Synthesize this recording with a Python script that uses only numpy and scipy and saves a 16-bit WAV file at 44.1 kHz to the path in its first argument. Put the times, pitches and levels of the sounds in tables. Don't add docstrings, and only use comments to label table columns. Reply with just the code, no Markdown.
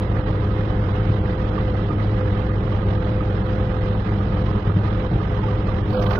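import sys
import numpy as np
from scipy import signal
from scipy.fft import dct
from scipy.io import wavfile
from scipy.ndimage import uniform_filter1d

SR = 44100
rng = np.random.default_rng(int(sys.argv[2]) if len(sys.argv) > 2 else 0)


def volts(x):
    e = np.asarray(x, float) / 20
    return 10 ** e


def log_audio(samples):
    frames = np.atleast_2d(samples).T
    limited = np.clip(frames, -1, 1)
    pcm = np.round(limited * 32767).astype(np.int16)
    wavfile.write(sys.argv[1], SR, pcm)


N = 273358

# start_s, opening (0-1)
VALVE = [
    (0, 0.05),
    (5.84, 0.06),
    (5.93, 0.6),
    (6.0, .95),
    (6.2, 1),
]
# centre_s, gain_db, half_length_s
BURSTS = [
    (5.952, 3, 0.045),
    (5.995, 2, 0.012),
    (6.031, 3.5, 0.014),
    (6.068, 4, 0.0095),
    (6.112, 4.5, 0.015),
    (6.135, 3.5, .008),
    (6.155, 6, 0.012),
]
# pitch_hz, likeness (0-1)
LIKENESS = [(35, .9999), (60, .99), (120, .991), (260, .975), (410, .9), (670, .3), (1080, 0), (6500, 0),
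            (9000, .7), (14000, .5)]


def rms_one(x):
    return x / np.sqrt(np.mean(x ** 2) + 1e-20)


def in_time(rows):
    s, *columns = np.transpose(rows)
    return [np.interp(np.arange(N) / SR, s, c) for c in columns]


def at_hz(points, hz):
    pitch_hz, value = np.transpose(points)
    return np.interp(np.log(hz), np.log(pitch_hz), value)


def swells(rows, s):
    return sum(db * np.exp(-((s - at) / half) ** 2) for at, db, half in rows)


def drift(rate):
    r = np.exp(-80 * np.pi * rate / SR)
    noise = rng.standard_normal(N // 40 + 2002)
    slow = signal.lfilter([1], [1, -2 * r, r * r], noise)[2000:]
    return np.interp(np.arange(N) / 40, np.arange(len(slow)), rms_one(slow))


def resonance(x, hz, width):
    r = np.exp(-np.pi * width / SR)
    zeros = np.array([1, 0, -1]) * (1 - r * r) / 2
    return signal.lfilter(zeros, [1, -2 * r * np.cos(2 * np.pi * hz / SR), r * r], x)


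def ports(hz):
    # pitch_hz, level_db
    shade = [(260, 0), (410, -.8), (520, -3), (670, -7), (1080, -11.5), (2000, -16), (4000, -21),
             (7000, -26), (10000, -16), (13000, -4), (15500, 0)]
    left = volts(at_hz(shade, hz))
    return np.array([[left], [1]]) * 2 / (1 + left)


def spread(mid, side, hz):
    alike = np.clip(at_hz(LIKENESS, hz), -1, 1)
    return np.sqrt(1 + alike) * mid + np.sqrt(1 - alike) * side * [[1], [-1]]


def banded_noise(spectrum, patchy_db, patch_rate):
    low_hz, top_hz = spectrum[0][0], spectrum[-1][0]
    edges = np.geomspace(low_hz, top_hz, int(3 * np.log2(top_hz / low_hz)) + 2)
    out, together, white = 0, drift(patch_rate), rng.standard_normal((2, 2, N))
    for k, (low, high) in enumerate(zip(edges, edges[1:])):
        band_pass = signal.butter(2, [low, high], "band", fs=SR, output="sos")
        mid, side = signal.sosfilt(band_pass, white[k % 2])
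        hz = np.sqrt(low * high)
        flicker_db = patchy_db * (0.83 * together + drift(patch_rate))
        gain = volts(at_hz(spectrum, hz) + flicker_db)
        out = out + gain * ports(hz) * spread(mid, side, hz)
    return out / np.sqrt(np.mean(out.mean(axis=0) ** 2))


def narrow_hiss(noise, hz, width):
    return rms_one(resonance(resonance(noise, hz, width), hz, width))


def microphone_hiss():
    # pitch_hz, level_db (per Hz)
    hiss_spectrum = [(7500, -16), (8900, -16), (10500, -8), (11800, -3), (13300, -12), (14300, -7),
                     (15000, -2), (15500, 0)]
    return volts(-84.5) * banded_noise(hiss_spectrum, patchy_db=3.5, patch_rate=12.0)


def whistles():
    # pitch_hz, width_hz, level_db
    whistle_bands = [(11000, 200, -95), (11800, 150, -90), (12400, 250, -94), (14650, 300, -88),
                     (15300, 250, -85)]
    noise = rng.standard_normal(N) + .6 * rng.standard_normal((2, N))
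    together, out = drift(3.0), 0
    for hz, width, db in whistle_bands:
        out = out + volts(db + 2 * together + 5 * drift(16.0)) * narrow_hiss(noise, hz, width)
    return out


def rumble(stumble_db):
    # pitch_hz, width_hz, level_db
    cab_modes = [(9.7, 12, -15.5), (26, 26, -10), (39.3, 19, 1), (60.6, 22, 0.5), (90, 18, -10),
                 (117, 24, -2.5), (186.3, 36, -5), (199.5, 13, -9), (232, 36, -19.5), (329.6, 55, -11.5),
                 (378.3, 28, -13), (414.4, 76, -12), (512, 20, -16.5), (531.8, 44, -17), (1230, 70, -26.5)]
    mid, side = rng.standard_normal((2, N))
    boom = 0
    for k, (hz, width, mode_db) in enumerate(cab_modes):
        push = spread(mid, side, hz)
        mode = resonance(resonance(push, hz, 1.5 * width), hz, 1.5 * width)
        power = np.mean(mode ** 2, axis=0)
        swell = uniform_filter1d(power, size=3500) / np.mean(power)
        evened = mode / (swell + .05) ** .35
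        boom = boom + (-1) ** k * volts(mode_db) * ports(hz) * evened
    return volts(-23 + 0.44 * np.minimum(stumble_db, 4)) * rms_one(boom)


def thumps():
    # start_s, peak_db, pitch_hz
    heavy_firings = [(1.0, -19, 121), (1.096, -20, 132), (1.182, -24, 117), (4.565, -16, 194),
                     (4.663, -22, 114), (4.669, -15.5, 197), (4.696, -19.5, 151), (4.751, -12.5, 119.6),
                     (4.763, -12.5, 162), (5.117, -17.5, 128), (5.125, -18, 201.6), (5.158, -12.5, 126),
                     (5.738, -13.5, 90), (5.807, -15.5, 110), (5.897, -12.5, 102)]
    # start_s, peak_db, pitch_hz
    light_firings = [(0.908, -22, 181), (1.275, -19.5, 188), (1.579, -19.5, 181), (1.927, -21, 201),
                     (2.034, -20, 189), (2.342, -19, 193), (2.831, -19, 195), (2.926, -17.5, 186),
                     (3.202, -21, 167), (3.419, -17.5, 191), (3.758, -21, 185), (4.061, -17.5, 192),
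                     (4.419, -18, 170), (4.85, -21, 143), (5.2, -18.5, 186), (5.345, -22.5, 206)]
    firings = heavy_firings + [(s - .003, db - 3.0, hz) for s, db, hz in light_firings]
    out, t = np.zeros(N + 6000), np.arange(6000) / SR
    envelope = (1 - np.exp(-t / 0.0011)) * np.exp(-t / 0.016)
    for s, peak_db, hz in firings:
        at = round(s * SR)
        out[at:at + len(t)] -= volts(peak_db) * envelope * np.sin(2 * np.pi * hz * t)
    return out[:N]


def panel():
    # start_s, peak_db, pitch_hz
    knocks = [(.1476, -28.5, 1210), (.5197, -28, 1276), (0.9634, -30.5, 1300), (2.0113, -27.5, 1250),
              (2.5631, -32, 1240), (2.7666, -32, 1245), (2.9048, -30, 1105), (2.9582, -28.5, 1230),
              (3.1687, -29, 1250), (3.469, -29, 1220), (3.7145, -31, 1210), (3.8367, -30, 1170),
              (3.9704, -30, 1270), (4.2078, -32, 1270), (4.3735, -29, 1150), (4.4104, -31, 1120),
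              (4.8426, -23.5, 1210), (4.9503, -33, 1234), (5.117, -29, 1195), (5.2004, -25, 1224),
              (0.444, -28, 1240), (0.4952, -27.5, 1276), (0.9952, -23, 1280), (1.1645, -33.5, 1197),
              (1.446, -25.5, 1274), (1.529, -27.5, 1224), (1.5767, -20, 1153), (2.092, -28.5, 1280),
              (2.141, -27, 1214), (2.345, -25, 1250), (2.493, -22, 1213), (2.595, -31.5, 1260),
              (2.7212, -25, 1170), (2.824, -24, 1240), (3.065, -28, 1255), (3.205, -19, 1234),
              (3.7645, -27, 1283), (4.002, -39, 1110), (4.3211, -23.5, 1240), (4.481, -24, 1040),
              (4.6965, -21.5, 1246), (4.876, -25.5, 1240), (5.2512, -28, 1230), (5.338, -23.5, 1185),
              (5.4814, -22.5, 1160), (5.6833, -20, 1160), (5.7895, -27, 1190), (5.925, -25, 1080),
              (5.971, -25, 1320), (6.178, -39, 1420), (2.041, -31, 1160), (2.98, -26, 1250),
              (4.344, -29.5, 1210), (5.764, -30, 1210), (1.75, -30, 1270), (1.793, -26, 1260)]
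    # start_s, peak_db, pitch_hz
    low_knocks = [(0.279, -27, 620), (0.728, -30, 630), (0.89, -27.5, 786), (1.38, -25, 956),
                  (1.896, -27, 650), (2.372, -31, 670), (2.772, -27, 775), (3.231, -27, 893),
                  (3.809, -26, 670), (4.206, -24.5, 760), (4.346, -28, 910), (4.419, -30, 673),
                  (4.793, -29, 620), (4.839, -32, 929), (5.116, -29.5, 720), (5.179, -23, 695),
                  (5.442, -26, 869), (5.528, -23, 990), (5.743, -29, 640)]
    # start_s, peak_db, pitch_hz, decay_s
    long_rings = [(1.902, -23.5, 1230, 0.014), (6.005, -33, 1160, 0.037), (6.085, -27, 1210, 0.013),
                  (6.125, -28.5, 1000, 0.0099), (6.075, -32, 407, .03), (5.43, -25.5, 873, 0.02),
                  (5.888, -28, 740, 0.025), (5.945, -27, 760, 0.014), (5.113, -27, 724, 0.0071),
                  (5.94, -29.5, 1410, 0.017), (5.955, -32, 1630, 0.012), (5.99, -26, 606, 0.045),
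                  (6.025, -28, 723, 0.021), (6.048, -32, 1162, 0.031), (6.169, -27, 1458, 0.052)]
    hits = [(s, db + 0.5, hz, .007) for s, db, hz in knocks]
    hits += [(s - .003, db - 3.0, hz, .008) for s, db, hz in low_knocks]
    out, t = np.zeros(N + 6000), np.arange(6000) / SR
    blunt_start = 1 - np.exp(-t / 0.0034)
    for s, peak_db, hz, decay_s in hits + long_rings:
        at = round(s * SR)
        ring = np.exp(-t / decay_s) * np.sin(2 * np.pi * hz * t)
        out[at:at + len(t)] += volts(peak_db) * blunt_start * ring
    return out[:N] * volts([[-12], [4.5]])


def clatter(stumble_db, burst_db):
    # pitch_hz, level_db (per Hz)
    clatter_spectrum = [(540, -8), (640, -1.5), (780, -0.5), (1000, -4.5), (1240, -4.5), (1450, -7.5),
                        (1900, -10), (2500, -20.5), (3200, -14.5), (4000, -27), (4500, -29), (5200, -27),
                        (6300, -71), (8000, -65)]
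    level_db = -36.79 + 0.31 * np.minimum(stumble_db, 0) + 1.5 * burst_db
    noise = volts(level_db) * banded_noise(clatter_spectrum, patchy_db=1.35, patch_rate=30.0)
    return signal.sosfilt(signal.butter(6, 6427, fs=SR, output="sos"), noise)


def oil(opening, burst_db):
    # pitch_hz, level_db (per Hz)
    rush_spectrum = [(2300, -5), (3200, 0.5), (4200, -8.5), (5200, -8), (6200, -12), (6700, -30)]
    # pitch_hz, level_db (per Hz)
    jet_spectrum = [(7500, -26), (10000, -15), (12000, -7), (13500, 0), (14500, 0), (15600, -12)]
    rush = volts(-49 + burst_db) * banded_noise(rush_spectrum, patchy_db=5.0, patch_rate=56.0)
    jet_db = -63.5 - 6.5 * (0.5 - opening) + .3 * burst_db
    jet = volts(jet_db) * banded_noise(jet_spectrum, patchy_db=1.0, patch_rate=22.0)
    jet = signal.sosfilt(signal.butter(8, 14700, fs=SR, output="sos"), jet)
    noise = rng.standard_normal(N) + .6 * rng.standard_normal((2, N))
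    whistle = volts(-72 + .4 * burst_db) * narrow_hiss(noise, 14000, 400)
    return opening * (rush + jet + whistle)


def pump(opening, stumble_db):
    # start_s, level_db
    whine = [(0.0, -37.5), (1.69, -35), (2.11, -40.5), (2.16, -32), (2.5, -37.5), (3.95, -31.5),
             (4.07, -45), (4.11, -38), (4.42, -34.5), (4.7, -46.5), (5.06, -31), (5.11, -43.5),
             (5.37, -34.5), (5.4, -52), (5.51, -32.5), (5.91, -43), (5.945, -25.5), (5.97, -22.5),
             (6.03, -28.5), (6.06, -29.5), (6.11, -31), (6.2, -39)]
    # start_s, level_db
    drone = [(0.0, -26), (0.17, -22), (0.22, -32.5), (0.26, -22.5), (1.29, -25.5), (1.33, -33), (1.45, -20),
             (1.5, -30), (1.57, -24.5), (4.09, -25), (4.52, -23.5), (4.61, -27), (4.8, -20), (4.87, -25),
             (5.82, -25.5), (6.01, -32), (6.06, -23), (6.2, -28)]
    # order, idle_db, load_gain_db
    upper_orders = [(2, -35, 5.5), (3, -38.5, 4.5), (4, -45.5, 11.5), (6, -58.5, 17.5), (7, -59, 19),
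                    (8, -65.5, 12), (9, -60.5, 12.5), (10, -64.5, 15.5), (11, -65, 17), (12, -60, 12),
                    (14, -68.5, 11), (15, -64.5, 18)]
    piston_hz, whine_order = 102.15, 4.987
    whine_db, = in_time(whine)
    drone_db, = in_time(drone)
    drone_db = -24.0 + 0.5 * (drone_db - drone_db.mean()) + 0.66 * stumble_db
    levels = [(whine_order, whine_db + 0.5), (1, drone_db)]
    for k, idle_db, load_db in upper_orders:
        level_db = idle_db + load_db * opening + stumble_db * min(1, 1.1 / k)
        if k == 2:
            level_db = level_db + swells([(4.2, 4.6, .3)], np.arange(N) / SR)
        levels.append((k, level_db))
    turn = 2 * np.pi * np.cumsum(piston_hz + .3 * drift(3.0)) / SR
    out, sway = 0, .6 * drift(4.0)
    for k, level_db in levels:
        is_whine = k == whine_order
        tremble = (.55 + .06 * k) * drift(4.0) + (.5 + .02 * k) * drift(9.0)
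        shake = sway - np.pi / 2 + tremble * (.45 if is_whine else 1)
        load_flicker_db = 0 if is_whine else 4.5 * opening * min(1, k / 6) * drift(28.0)
        gain = np.sqrt(2) * volts(level_db + 1.3 * drift(5.6) + load_flicker_db)
        port_sway = .075 * np.sqrt(k) * drift(0.73) * [[.5], [-.5]]
        out = out + ports(k * piston_hz) * gain * np.sin(k * turn + shake + port_sway)
    return out


def scene():
    # centre_s, gain_db, half_length_s
    stumbles = [(0.08, -4.5, 0.0081), (0.24, -3, 0.028), (1.005, 5, 0.0068), (1.1, 8, 0.0087),
                (1.19, 2, 0.0069), (1.37, -4, 0.02), (1.67, -2.5, 0.013), (2.82, -1, 0.014),
                (4.04, -6, 0.022), (4.4, -4.5, 0.0062), (4.47, 1, 0.029), (4.58, 4, 0.037),
                (4.63, -10, 0.039), (4.68, 7.5, 0.035), (4.735, -9.5, 0.016), (4.768, 11, 0.0071),
                (4.81, 1, 0.013), (5.095, -16, 0.011), (5.14, 2.5, 0.023), (5.84, -10.5, 0.0089),
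                (5.9, 4, 0.0079), (5.96, -2, 0.019)]
    opening, = in_time(VALVE)
    s = np.arange(N) / SR
    stumble_db, burst_db = swells(stumbles, s), swells(BURSTS, s)
    background = microphone_hiss() + whistles()
    engine = rumble(stumble_db) + thumps() + panel() + clatter(stumble_db, burst_db)
    return background + engine + oil(opening, burst_db) + pump(opening, stumble_db)


def starved(x):
    # pitch_hz, step_db (over the band's mean), spread_db (of the step)
    band_steps = [(60, -34, 1), (150, -22, 1), (300, -12, 2), (1500, -1, 3), (2200, 8, 4), (3000, 5.5, 3.5),
                  (3800, 6.5, 3.5), (4500, 11.5, 4), (5200, 9, 4), (5600, 12, 4), (6300, 9, 3),
                  (8000, 12, 3), (15000, 12.5, 5)]
    hop = 1024
    starts = np.arange(0, N + hop, hop)
    window = np.sin(np.pi * (np.arange(2 * hop) + .5) / 2 / hop)
    padded = np.pad(x, ((0, 0), (hop, 2 * hop)), "reflect")
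    frames = padded[:, starts[:, None] + np.arange(2 * hop)] * window
    a, b, c, d = np.split(frames, 4, axis=2)
    lines = dct(np.dstack([-c[..., ::-1] - d, a - b[..., ::-1]]), type=4, norm="ortho")
    hz, s = (np.arange(hop) + .5) * SR / 2 / hop, starts / SR
    band = np.round(9 * np.log2(np.maximum(hz, 200) / 200)).astype(int)
    by_band = rng.standard_normal((2, len(s), band.max() + 1))[:, :, band]
    chance = .4 * rng.standard_normal((len(s), 1)) + .85 * by_band
    opening = np.interp(s, *np.transpose(VALVE))
    chance *= 1 - .5 * opening[:, None]
    mean = uniform_filter1d(uniform_filter1d(np.abs(lines), size=15, axis=2), size=5, axis=1)
    centre, step_db, spread_db = np.transpose(band_steps)
    step_db = np.interp(hz, centre, step_db) + np.interp(hz, centre, spread_db) * chance
    step = mean * volts(step_db - 2.0 * opening[:, None] * (hz < 5200)) + 1e-12
    lines = np.sign(lines) * np.floor(np.abs(lines) / step + .4) * step
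    between_bursts = (opening > .72) & (swells(BURSTS, s) < 2.0)
    moving = (opening > .62) & (opening < .95)
    losses = [(between_bursts | moving, 1700, 2200), (moving, 5100, 6400), (opening > .5, 6400, 9000)]
    for when, low, high in losses:
        lines[:, when] *= 1 - .95 * ((hz > low) & (hz < high))
    first, second = np.split(dct(lines, type=4, norm="ortho"), 2, axis=2)
    rising = np.dstack([second, -second[..., ::-1]]) * window[:hop]
    falling = np.dstack([first[..., ::-1], first]) * window[hop:]
    out = np.zeros_like(padded)
    out[:, :len(s) * hop] += rising.reshape(2, -1)
    out[:, hop:(len(s) + 1) * hop] -= falling.reshape(2, -1)
    return out[:, hop:hop + N]


def roll_off(x):
    return signal.sosfilt(signal.butter(12, 15780, fs=SR, output="sos"), x)


def record(dry):
    # centre_s, gain_db, half_length_s
    lulls = [
        (5.925, -4, .005),
        (6.011, -4, .006),
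        (6.05, -8, .006),
        (6.089, -8, .007),
        (6.124, -5, .004),
        (6.146, -5, .004),
        (6.185, -6, .012),
    ]
    coarse = starved(dry)
    ripple = np.cos(2 * np.pi * np.arange(N) / 1024 - 2.0)
    bass = signal.sosfiltfilt(signal.butter(2, 800, fs=SR, output="sos"), coarse)
    joined = coarse + ripple * (.07 * bass + .15 * (coarse - bass))
    band_pass = signal.butter(3, [1650, 7000], "band", fs=SR, output="sos")
    treble = signal.sosfiltfilt(band_pass, joined)
    mix = joined + treble * (volts(swells(lulls, np.arange(N) / SR)) - 1)
    return roll_off(mix)


dry = scene()
out = record(dry)
log_audio(out)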